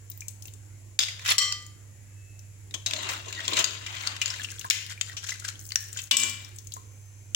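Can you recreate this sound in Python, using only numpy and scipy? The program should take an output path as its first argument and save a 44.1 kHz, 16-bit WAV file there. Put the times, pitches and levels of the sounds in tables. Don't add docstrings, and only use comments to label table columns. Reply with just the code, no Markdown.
import sys
import numpy as np
from scipy import signal
from scipy.fft import rfft, irfft
from scipy.io import wavfile
from scipy.ndimage import uniform_filter1d

SR = 44100
rng = np.random.default_rng(int(sys.argv[2]) if len(sys.argv) > 2 else 0)


def transcribe(signal):
    frames = np.atleast_2d(signal).T
    limited = np.clip(frames, -1, 1)
    pcm = np.round(limited * 32767).astype(np.int16)
    wavfile.write(sys.argv[1], SR, pcm)


N = 324135

GRIT_PER_S, WET_PER_S = 6000, 900
SHELL_WIDTH_HZ = 280
PUSH_DB = -35


def amp(db):
    return 10 ** (np.asarray(db) / 20)


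def unit(x):
    return x / np.sqrt(np.mean(x ** 2) + 1e-20)


def read(points, hz, column=1):
    columns = np.transpose(points)
    return np.interp(np.log(hz + 1), np.log(columns[0] + 1), columns[column])


def add(mix, start_s, sound):
    part = mix[:, round(start_s * SR):][:, :sound.shape[1]]
    part += sound[:, :part.shape[1]]


def colour(x, curve_db, size=2048):
    hz = abs(np.fft.fftfreq(size, 1 / SR))
    log_gain = np.log(amp(np.maximum(curve_db(hz), -100)))
    response = np.exp(np.conj(signal.hilbert(log_gain)))
    taps = np.fft.ifft(response).real[:size // 2]
    return signal.oaconvolve(x, taps[None], axes=1)[:, :x.shape[1]]


def slow_noise(rate_hz):
    hz = np.fft.rfftfreq(N, 1 / SR)
    spectrum = rfft(rng.standard_normal(N)) / (1 + (hz / rate_hz) ** 4)
    return unit(irfft(spectrum, N))


def patches(shape, across, along):
    noise = uniform_filter1d(rng.standard_normal(shape), size=along, axis=1)
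    return unit(uniform_filter1d(noise, size=across, axis=0))


PORT_LAG = 22


def pair(a, b, same):
    left = np.concatenate([np.zeros(PORT_LAG), a[:-PORT_LAG]])
    right = same * a + np.sqrt(1 - same ** 2) * b
    return np.array([left, right])


def placed(x, lean_db):
    return x * amp(np.array([[1], [-1]]) * lean_db / 2)


def swell(times_s, db):
    return amp(np.interp(np.arange(N) / SR, times_s, db, left=-np.inf, right=-np.inf))


ARCH_DB = 25.5


def arch(middle_s, length_s, db):
    away = 2 * (np.arange(N) / SR - middle_s) / length_s
    return amp(db - ARCH_DB * np.minimum(away ** 2, 20))


def uneven_ticks(per_s, spread_db):
    strength = amp(spread_db * np.minimum(rng.exponential(1, N), 4))
    return strength * (rng.random(N) < per_s / SR)


def crackle(per_s, spread_db, spectrum):
    a, b = uneven_ticks(per_s, spread_db) * rng.standard_normal((2, N))
    return unit(colour(pair(a, b, same=0.46), lambda f: read(spectrum, f)))


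def grains(per_s, spread_db, lo_hz, hi_hz, cycles, count=24, size=700):
    t, out = np.arange(size) / SR, np.zeros((2, N))
    kind = rng.integers(0, count, N)
    turns = rng.uniform(-np.pi, np.pi, count)
    push = uneven_ticks(per_s, spread_db) * rng.choice([-1, 1], N)
    for k, hz in enumerate(np.geomspace(lo_hz, hi_hz, count)):
        phase = np.array([[0], [turns[k]]])
        tick = np.sqrt(hz) * np.exp(-t * hz / cycles) * np.sin(2 * np.pi * hz * t + phase)
        out += signal.oaconvolve((push * (kind == k))[None], tick, axes=1)[:, :N]
    return unit(out)


def clumps():
    return unit(amp(4.5 * slow_noise(45)))


def fizz():
    spectrum = [(1000, -27), (4000, -18.5), (7000, 2.5), (13000, -4.5), (15500, 1.5)]  # (Hz, dB)
    return clumps() * crackle(WET_PER_S, 3.5, spectrum)


def clack(pitches, decay_s, low_db, top_db, peak_db, width_hz, side_share=0.8, size=3000):
    t = np.arange(size) / SR
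    fade = np.exp(-np.maximum(t - .001, 0) / max(decay_s, .0003))
    onset = 1 - np.exp(-t / .00025)
    a, b = rng.standard_normal((2, size)) * fade * onset
    body = [(150, low_db - 11.5), (600, low_db - 3.5), (1500, low_db + 8.0), (2800, 3.35),
            (7500, -2.0), (10000, top_db), (16000, top_db)]

    def curve_db(f):
        peaks = [(side_share if k else 1) / (1 + ((f - hz) / width_hz) ** 2) for k, hz in enumerate(pitches)]
        return read(body, f) + peak_db * np.max(peaks, axis=0)

    x = colour(pair(a, b, same=0.063), curve_db)
    loudest = uniform_filter1d((x ** 2).mean(0), size=88).max()
    return x / np.sqrt(loudest)


# frequency in Hz, time to fade by 60 dB in seconds.
ROOM_FADE = [(200, 1), (1000, 0.58), (3000, 0.51), (7000, 0.41), (15000, 0.38)]


def kitchen(x, first_s=0.0017, near_db=6, near_s=0.008, size=30000):
    taps = rng.standard_normal((2, size)) * (rng.random((2, size)) < .2)
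    taps = taps * (np.arange(size) > first_s * SR)
    taps = taps * (1 + amp(near_db) * np.exp(-np.arange(size) / SR / near_s))
    hz, t, z = signal.stft(taps, SR, nperseg=256)
    fade = amp(-60 * t / read(ROOM_FADE, hz)[:, None])
    tail = signal.istft(z * fade, SR, nperseg=256)[1]
    return signal.fftconvolve(x, tail / np.linalg.norm(tail[0]), axes=1)[:, :N]


HUM_HZ = 100


def hum(level_db=-47.5, waver=0.22, flutter_hz=24, lean_db=2.5):
    drift = 1 + waver * (slow_noise(flutter_hz) + 1j * slow_noise(flutter_hz))
    tone = drift * np.exp(2j * np.pi * HUM_HZ * np.arange(N) / SR)
    return amp(level_db + lean_db * np.array([[-1], [1]])) * unit(tone.real)


# frequency in Hz, left level in dB per Hz, right level in dB per Hz.
HISS_SPECTRUM = [(25.2, -102.5, -93), (59, -82.5, -72.5), (142.6, -76, -105), (298, -99.5, -84),
                 (670, -99.0, -97), (1230, -103.0, -103.0), (2130, -97, -96), (3600, -105.0, -106.0),
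                 (4680, -104.0, -105.0), (7430, -87, -105.0), (8750, -107.0, -106.0),
                 (11100, -119.0, -94.5), (12440, -120.0, -109.0), (15300, -109.0, -104.0)]


def hiss(level_db=-0.5, same_hz=450):
    hz = np.fft.rfftfreq(N, 1 / SR)
    a, b = rfft(rng.standard_normal((2, N)))
    same = 1 / (1 + (hz / same_hz) ** 2)
    left = a * amp(read(HISS_SPECTRUM, hz, column=1))
    right = (same * a + np.sqrt(1 - same ** 2) * b) * amp(read(HISS_SPECTRUM, hz, column=2))
    x = amp(level_db) * np.sqrt(SR / 2) * irfft(np.array([left, right]), N)
    hz, _, z = signal.stft(x, SR, nperseg=1024)
    middle = ((hz > 200) & (hz < 2500))[:, None]
    drift_db = 2.5 * patches(z.shape[1:], across=4, along=12) * middle
    return signal.istft(z * amp(drift_db), SR, nperseg=1024)[1][:, :N]


# start in seconds, level in dB before the group's gain, pitch in Hz.
SAUCE_POPS = [(0.099, -35.5, 14600), (0.115, -41.5, 6400), (0.175, -35.5, 13800), (0.206, -33, 6560),
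              (0.282, -28.5, 7200), (0.308, -46, 9600), (0.422, -37, 6500), (0.437, -49, 14500),
              (0.472, -40, 13900), (0.454, -39, 6900), (0.48, -41, 3860), (0.536, -43, 7300),
              (1.278, -29, 11100), (1.302, -23.5, 10800), (1.624, -46, 7350), (1.664, -43, 7000),
              (2.391, -45.5, 6340), (4.515, -35, 6940), (4.593, -31, 6600), (4.611, -30.5, 3440),
              (4.863, -32, 4300), (5.27, -33.5, 6000), (5.397, -35.5, 6950), (5.592, -39, 6200),
              (5.653, -42, 5000), (5.689, -37, 6660), (5.703, -41, 4500), (5.839, -39, 6800),
              (5.928, -33.5, 7200), (6.017, -33, 6640), (6.038, -35.5, 6660), (6.169, -20, 14500),
              (6.2, -27, 10400), (6.296, -27, 6500), (6.446, -37, 5500), (6.561, -43, 7830),
              (6.585, -35, 6130), (6.67, -37, 7100), (6.72, -31, 4190), (6.738, -31, 6900)]


def pops(gain_db=-4):
    out = np.zeros((2, N))
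    for start_s, db, hz in SAUCE_POPS:
        snap = clack([hz], decay_s=0.0031, low_db=-69, top_db=0.5, peak_db=19.0, width_hz=1400)
        add(out, start_s, amp(db + gain_db) * snap)
    return placed(out, lean_db=4.0)


# start in seconds, level in dB before the group's gain, starting pitch in Hz.
AIR_POCKETS = [(0.118, -40, 3960), (0.2201, -28, 2370), (0.455, -36.5, 2670), (0.483, -36, 2950),
               (4.397, -21, 1686), (4.417, -23.5, 3260), (4.487, -27, 2580), (4.523, -31, 1594),
               (4.6446, -23, 1620), (4.649, -19.5, 1030), (4.585, -28, 3360), (4.894, -32, 2000),
               (4.914, -41, 1490), (4.977, -30, 2370), (5.097, -25.5, 1880), (5.12, -34, 1550),
               (5.135, -34, 1130), (5.234, -34, 1560), (5.356, -34, 1650), (5.555, -32, 3230),
               (5.707, -26, 2980), (5.32, -18.5, 1995), (5.422, -30.5, 1400), (5.447, -21.5, 1610),
               (5.963, -26.5, 1530), (6.766, -25.5, 1035)]
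BUBBLE_CYCLES = 7.1


def bubbles(gain_db=-2, rise=1.15, size=2500):
    out, t = np.zeros((2, N)), np.arange(size) / SR
    for start_s, db, hz in AIR_POCKETS:
        decay_s = BUBBLE_CYCLES / hz
        note = np.sin(2 * np.pi * hz * t * (1 + rise * t)) * np.exp(-t / decay_s)
        snap = 0.12 * rng.standard_normal((2, size)) * np.exp(-2 * t / decay_s)
        add(out, start_s, amp(db + gain_db) * pair(note + snap[0], note + snap[1], same=1.0))
    return out


RING_FLUTTER, FLUTTER_HZ = .2, 60


def ring(modes, tilt=0, size=40000):
    t, out = np.arange(size) / SR, np.zeros((2, size))
    hz, db, t60 = np.transpose(modes)
    gain = amp(db + tilt * np.log2(hz))
    start, apart = rng.uniform(-np.pi, np.pi, (len(modes), 2)).T
    apart = apart / 2 + np.pi * ((hz > 500) & (hz < 700))
    for g, f, fade_s, phase, shift in zip(gain, hz, t60, start, apart):
        shake = 1 + RING_FLUTTER * np.interp(t, np.arange(200) / FLUTTER_HZ, rng.standard_normal(200))
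        wave = np.sin(2 * np.pi * f * t + phase + np.array([[0], [shift]]))
        out += g * shake * amp(-60 * t / fade_s) * wave
    return out / np.linalg.norm(gain)


# start in seconds, contact level in dB, contact decay in seconds, its low body in dB,
# its send to the room in dB, three shell resonances in Hz, what rings on, ring level in dB,
# tilt of the ring in dB per octave.
HARD_KNOCKS = [(0.990, -0.5, 0.0044, -5, -12, 3560, 4870, 6650, "shell", -16, -5),
               (1.289, -19, 0.0064, -22, -3, 1980, 5340, 4220, "bowl", -24, -3),
               (1.381, -6, 0.0059, -18, -14, 5500, 7800, 4300, "bowl", -10.5, -0.5),
               (1.386, -5.5, 0.0047, -9.5, -7.5, 4400, 5460, 7600, "shell", -32.5, 3),
               (4.7, -6, 0.0012, -9, -7, 5500, 6620, 7500, "shell", -36, 6),
               (4.707, -5, 0.0033, -11.5, -7.5, 2880, 3720, 2070, "shell", -25, 1),
               (5.757, -8.5, 0.0013, -12, -10, 1738, 6600, 5720, "shell", -39, -14.5),
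               (6.111, 1.5, 0.0086, -8.5, -14, 3570, 2870, 4570, "pan", -10, -1),
               (6.168, 1, 0.0048, -19.5, -9, 7900, 7700, 7650, "pan", -21.5, -4),
               (7.347, -15, 0.00077, -13.5, -16, 2960, 3160, 6330, "shell", -40, 13.5)]
# frequency in Hz, relative level in dB, time to fade by 60 dB in seconds.
BOWL_MODES = [(530, -16, .35), (640, -17, .35), (1125, -9, .33), (1195, -10.5, .57), (1981, -5, .5),
              (2072, -8, .42), (3138, 2.5, .45), (3327, -16, .33), (4151, -7.5, .42), (4393, -4.5, .4),
              (4740, -18, .35), (5445, -7, .35), (5785, -5, .34), (6315, -20, .42), (7117, -18, .42),
              (7420, -14, .33), (7478, -14, .36), (7671, -16, .28), (8120, -20, .35), (8452, -20, .28),
              (8861, -19, .29)]
# frequency in Hz, relative level in dB, time to fade by 60 dB in seconds.
PAN_MODES = [(232, -14.5, .45), (345, -20, .3), (570, -13, .4), (1095, -9.5, .44), (1157, -17, .35),
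             (1997, -14, .55), (2353, 1.5, .48), (2392, -12, .35), (2772, -2.5, .38), (2850, -7, .45),
             (2961, -0.5, .47), (3030, -8, .42), (3085, -11, .55), (3500, -5.5, .43), (3550, -8, .35),
             (4283, -15, .5), (4775, -13, .5), (4856, -11, .45), (5324, -15, .44), (5895, -17, .45),
             (6019, -15, .43), (6611, -13, .45), (7262, -12, .4), (7628, -17, .38), (7876, -14, .34)]
SHELL_RATIOS = (.962, .989, 1.008, 1.035)
SHELL_CYCLES = 760


def knocks(ring_room_db=-18):
    near, sent = np.zeros((2, 2, N))
    for start_s, db, decay_s, low_db, room_db, *pitches, struck, ring_db, tilt in HARD_KNOCKS:
        shell = [(hz * ratio, 0, SHELL_CYCLES / hz) for hz in pitches for ratio in SHELL_RATIOS]
        modes = {"bowl": BOWL_MODES, "pan": PAN_MODES, "shell": shell}[struck]
        contact = amp(db) * clack(pitches, decay_s, low_db, top_db=-15, peak_db=13.5, width_hz=SHELL_WIDTH_HZ)
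        ringing = amp(ring_db) * ring(modes, tilt)
        for sound, send_db in (contact, room_db), (ringing, ring_room_db):
            add(near, start_s, sound)
            add(sent, start_s, amp(send_db) * sound)
    return near + kitchen(sent)


# start in seconds, peak level in dB before the group's gain, pitch in Hz.
BUMPS = [(0.991, -33, 706), (2.742, -34, 297), (2.931, -29.5, 590), (2.978, -29, 644), (3.268, -31, 430),
         (3.477, -29, 365), (3.522, -22, 360), (3.586, -21.5, 660), (6.111, -30, 630), (6.229, -30, 424)]
# frequency in Hz, level in dB.
RUB_SPECTRUM = [(88, -55), (150, -22.5), (243, -4), (312, -4.5), (360, -1), (528, -5), (662, 1.5),
                (743, -11), (1100, 0.5), (1430, -39), (2420, -120)]


def thuds(gain_db=4, decay_s=0.022, peak_db=9, width_hz=90, size=5000):
    out, t = np.zeros((2, N)), np.arange(size) / SR
    for start_s, db, hz in BUMPS:
        push = rng.standard_normal((2, size)) * np.exp(-t / decay_s)
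        curve_db = lambda f: read(RUB_SPECTRUM, f) + peak_db / (1 + ((f - hz) / width_hz) ** 2)
        x = colour(push, curve_db, size=8192)
        add(out, start_s, amp(db + gain_db) * x / abs(x).max())
    return out


# start in seconds, level in dB before the group's gain,
# main resonance in Hz, second resonance in Hz, decay in seconds.
SHELL_CLACKS = [(1.003, -9.5, 3420, 5100, 0.0032), (1.01, -9.5, 3450, 5370, 0.0069),
                (1.019, -17, 5000, 3600, 0.0084), (1.027, -18, 3340, 5100, 0.0054),
                (1.034, -13, 3600, 5160, 0.0027), (1.083, -24, 2130, 3520, 0.0074),
                (1.194, -32, 1800, 2450, 0.0013), (1.25, -26.5, 1400, 2640, 0.0055),
                (1.260, -19, 1630, 2600, 0.01), (1.276, -21, 2320, 1490, .006),
                (1.322, -23, 1790, 2670, 0.0077), (1.416, -16.5, 5500, 7600, 0.013),
                (1.523, -17, 4880, 6000, 0.0022), (2.709, -39, 2120, 3640, 0.0025),
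                (2.740, -22.5, 3300, 6460, 0.0075), (2.861, -17.5, 3900, 6540, 0.0088),
                (2.909, -20, 3350, 2500, 0.0019), (2.934, -18, 2900, 3500, 0.003),
                (3.032, -33, 3450, 2330, 0.0019), (3.089, -23, 1060, 1870, 0.012),
                (3.134, -26, 2780, 1490, 0.0058), (3.282, -35.5, 6750, 2670, 0.0092),
                (3.326, -26.5, 2670, 3980, 0.0025), (3.479, -15.5, 3270, 3880, 0.0019),
                (3.532, -17.5, 3950, 3220, 0.0066), (3.568, -16.5, 2820, 3900, .008),
                (3.589, -15.5, 2960, 6480, 0.011), (3.601, -29, 2840, 6360, 0.0089),
                (3.642, -8.5, 4630, 6500, 0.0017), (3.863, -26, 2940, 2180, 0.0086),
                (4.072, -15.5, 4630, 1230, 0.0016), (4.164, -28.5, 3120, 1793, 0.0022),
                (4.215, -14.5, 2820, 2440, 0.0092), (4.258, -18.5, 6800, 4670, 0.0027),
                (4.278, -25.5, 7440, 2400, 0.0056), (4.302, -23.5, 5380, 3580, 0.0061),
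                (4.444, -23.5, 2830, 3130, 0.0062), (5.011, -15, 3230, 7250, 0.002),
                (5.167, -27, 5850, 3050, 0.017), (5.288, -25, 2900, 3770, 0.0047),
                (5.292, -25.5, 6670, 1600, .004), (5.304, -27.5, 7400, 5500, 0.002),
                (5.448, -26, 1630, 5000, 0.0049), (5.719, -24.5, 4420, 1870, 0.0017),
                (5.971, -27, 6970, 3160, 0.0082), (5.988, -26.5, 3210, 2600, 0.0078),
                (6.198, -14, 7250, 6350, 0.0021), (6.233, -16, 7450, 6540, 0.0031)]


def clacks(gain_db=-3):
    out = np.zeros((2, N))
    for start_s, db, *pitches, decay_s in SHELL_CLACKS:
        hit = clack(pitches, decay_s, low_db=-8.5, top_db=-20, peak_db=13, width_hz=SHELL_WIDTH_HZ)
        add(out, start_s, amp(db + gain_db) * hit)
    return out


def shifting(x):
    z = signal.stft(x, SR, nperseg=512)[2]
    gain = amp(3 * patches(z.shape[1:], across=4, along=9))
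    return unit(signal.istft(z * gain, SR, nperseg=512)[1][:, :N])


# frequency in Hz, width in Hz, level in dB.
SING_RESONANCES = [(590, 81, -6), (1000, 125, 0.5), (2820, 180, 4), (6400, 210, -9)]


def singing():
    slips = crackle(WET_PER_S, spread_db=2.5, spectrum=[(20, 0), (20000, 0)])

    def curve_db(f):
        gain = sum(amp(db) / (1 + (2 * (f - hz) / width) ** 2) for hz, width, db in SING_RESONANCES)
        return 20 * np.log10(gain)

    return unit(colour(slips, curve_db))


# frequency in Hz, level in dB.
GRIT_SPECTRUM = [(350, -52), (600, -8.5), (954, -7), (1040, 0), (1260, 0), (1880, 0), (3650, 2.5),
                 (5250, -10), (7270, -7.5), (9340, -29.5), (12000, -35), (15600, -45), (22000, -120)]
# time in seconds, effort in dB.
TUMBLE_EFFORT = [(1.189, -47), (1.24, -41.5), (1.255, -34), (1.295, -26), (1.321, -14), (1.345, -64)]
# time in seconds, effort in dB before a trim.
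SCOOP_EFFORT = [(2.861, -43), (2.93, -41), (3.02, -39), (3.1, -34.5), (3.15, -37), (3.22, -47),
                (3.45, -39.5), (3.55, -33), (3.587, -24.5), (3.649, -34.5), (3.8, -47.5), (3.95, -39.5),
                (4.1, -42), (4.19, -50.5), (4.28, -36.5), (4.437, -46)]
# start in seconds, effort in dB, fall in dB a second.
PAN_JOLT = (6.14, -28, 75)
RUB_PER_DB, FIZZ_PER_DB = .8, 1.2
CUSHION_DB_PER_S = 5.5


def scraping(grit_db=-2.0, chip_db=-5.5, sing_db=-10, fizz_db=-19, scoop_db=2,
             scoop_rub_db=-41, jolt_rub_db=-60, tumble_rub_db=-62):
    t = np.arange(N) / SR
    slips = unit(amp(2 * slow_noise(70)))
    grit = amp(grit_db) * shifting(crackle(GRIT_PER_S, spread_db=1.0, spectrum=GRIT_SPECTRUM))
    chips = grains(WET_PER_S, spread_db=1.0, lo_hz=665.0, hi_hz=8240, cycles=19)
    chips = amp(chip_db) * unit(colour(chips, lambda f: read(GRIT_SPECTRUM, f)))
    grit = slips * (grit + chips)
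    sing = amp(sing_db) * slips * singing()
    rub = grains(per_s=1100, spread_db=6.0, lo_hz=196.1, hi_hz=927, cycles=9.4, size=4000)
    rub = slips * unit(colour(rub, lambda f: read(RUB_SPECTRUM, f)))
    tumble = swell(*np.transpose(TUMBLE_EFFORT)) / amp(PUSH_DB)
    scoop = swell(*np.transpose(SCOOP_EFFORT)) * amp(scoop_db - PUSH_DB)
    jolt_s, jolt_db, fall = PAN_JOLT
    jolt = swell([jolt_s, jolt_s + 1], [jolt_db, jolt_db - fall]) / amp(PUSH_DB)
    effort = tumble + scoop + jolt
    cushion = amp(-CUSHION_DB_PER_S * np.maximum(t - SCOOP_EFFORT[0][0], 0))
    press = amp(tumble_rub_db) * tumble ** RUB_PER_DB
    press = press + amp(scoop_rub_db) * cushion * scoop ** RUB_PER_DB
    press = press + amp(jolt_rub_db) * jolt ** 2
    wet = amp(fizz_db) * effort ** FIZZ_PER_DB * fizz()
    return amp(PUSH_DB) * (effort * grit + scoop * sing + wet) + press * rub


# middle in seconds, length in seconds, level in dB before the flutter, pitch in Hz.
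THIN_WHISTLES = [(2.29, 0.58, -58.5, 2617), (7.045, 1.6, -57, 6230)]


def whistles():
    t = np.arange(N) / SR
    flutter = .55 + .3 * np.array([slow_noise(130), slow_noise(130)])
    return sum(arch(middle_s, length_s, db) * flutter * np.sin(2 * np.pi * hz * t)
               for middle_s, length_s, db, hz in THIN_WHISTLES)


def rattle(gain_db=5, spread_db=4, lo_hz=1500, hi_hz=5500, count=30):
    out, (times, effort_db) = np.zeros((2, N)), np.transpose(SCOOP_EFFORT)
    for when, strength, pitch in rng.random((count, 3)):
        start_s = times[0] + when * (times[-1] - times[0])
        push_db = np.interp(start_s, times, np.minimum(effort_db, PUSH_DB))
        db = push_db + gain_db + spread_db * (2 * strength - 1)
        hz = lo_hz * (hi_hz / lo_hz) ** pitch
        hit = clack([hz], decay_s=0.005, low_db=-3.5, top_db=-25, peak_db=15.0, width_hz=SHELL_WIDTH_HZ)
        add(out, start_s, amp(db) * hit)
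    return out


# middle in seconds, length in seconds, level in dB before the group's gain.
SHELL_SLIDES = [(3.1, 0.25, -34), (3.403, 0.14, -43), (3.914, 0.19, -40.5), (4.092, 0.26, -35)]


def slides(gain_db=-1):
    ticks = grains(GRIT_PER_S, spread_db=2.5, lo_hz=750, hi_hz=3300, cycles=5)
    return amp(gain_db) * sum(arch(*row) for row in SHELL_SLIDES) * ticks


# start in seconds, length in seconds, level in dB, start pitch in Hz, end pitch in Hz.
FOOD_SQUEAKS = [(3.361, 0.061, -34.5, 1933, 1880), (3.378, 0.032, -38, 1894, 1192)]


def squeaks(rough=0.47):
    out, grain = np.zeros((2, N)), slow_noise(160) + 1j * slow_noise(160)
    for start_s, length_s, db, start_hz, end_hz in FOOD_SQUEAKS:
        u = np.linspace(0, 1, round(length_s * SR))
        turn = np.exp(2j * np.pi * np.cumsum(start_hz + (end_hz - start_hz) * u) / SR)
        roughness = 1 + rough * grain[round(start_s * SR):][:len(u)]
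        tone = np.sin(np.pi * u) * (turn * roughness).real
        add(out, start_s, amp(db) * pair(tone, tone, same=0.94))
    return out


# middle in seconds, length in seconds, level in dB before the group's gain.
FOOD_SQUELCHES = [(4.587, 0.8, -42), (4.916, 0.068, -32), (5.094, 0.14, -42), (5.299, 0.23, -33.5),
                  (5.474, 0.14, -35.5), (5.988, 0.31, -44)]


def squelches(gain_db=-3):
    ticks = grains(WET_PER_S, spread_db=1.5, lo_hz=1400, hi_hz=7860, cycles=2.5)
    return amp(gain_db) * sum(arch(*row) for row in FOOD_SQUELCHES) * clumps() * ticks


# start in seconds, end in seconds.
DRAIN_SPAN = (5.6, 7.1)
DRAIN_DB_PER_S = 16.5


def draining(fizz_db=-50, drip_db=-57):
    drips = grains(per_s=110, spread_db=2.2, lo_hz=1500, hi_hz=7500, cycles=7)
    fall_db = DRAIN_DB_PER_S * (DRAIN_SPAN[1] - DRAIN_SPAN[0])
    return swell(DRAIN_SPAN, [0, -fall_db]) * (amp(fizz_db) * fizz() + amp(drip_db) * drips)


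# time in seconds, lean in dB (positive is left).
SPOON_POSITION = [(1.6, -4.5), (2.7, 1.5)]
# frequency in Hz, left gain in dB, right gain in dB.
PORT_COLOUR = [(830, -8.5, -8), (1440, -2.5, -5.5), (4250, 1, -5), (5500, 3.5, 0.5), (7000, 7, -9),
               (9160, 5.5, -1.5), (10660, 1.5, 10), (14500, -5.5, -3), (14360, 9, 3)]


def scene():
    sauce = pops() + bubbles()
    shells = thuds() + clacks() + scraping() + rattle() + slides() + squeaks() + squelches() + draining()
    shells = placed(shells, np.interp(np.arange(N) / SR, *np.transpose(SPOON_POSITION)))
    x = knocks() + shells + sauce + kitchen(amp(-7.0) * shells + amp(-6.0) * sauce)
    left = colour(x[:1], lambda f: read(PORT_COLOUR, f, column=1))
    right = colour(x[1:], lambda f: read(PORT_COLOUR, f, column=2))
    return np.vstack([left, right]) + hum() + hiss() + whistles()


CEILING_DB, SUSTAINED_DB = -2, -15.5
LOOK_AHEAD_S, RELEASE_S = 0.054, 0.05
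EDGE_HZ = 16000


def record(dry):
    peak_db = 20 * np.log10(abs(dry).max(0) + 1e-9)
    keep = np.exp(-1 / (.005 * SR))
    power = signal.lfilter([1 - keep], [1, -keep], dry ** 2).max(0)
    power_db = 10 * np.log10(power + 1e-12)
    over_db = np.maximum(np.maximum(peak_db - CEILING_DB, power_db - SUSTAINED_DB), 0)
    t = np.arange(N) / SR
    log_dip = np.log(1 - amp(-over_db) + 1e-9)
    dip = np.exp(np.maximum.accumulate(log_dip + t / RELEASE_S) - t / RELEASE_S)
    dip = (np.maximum.accumulate(dip[::-1] + t / LOOK_AHEAD_S) - t / LOOK_AHEAD_S)[::-1]
    low_pass = signal.firwin(255, EDGE_HZ, window=("kaiser", 8), fs=SR)
    return signal.oaconvolve(dry * (1 - dip), low_pass[None], "same")


dry = scene()
out = record(dry)
transcribe(out)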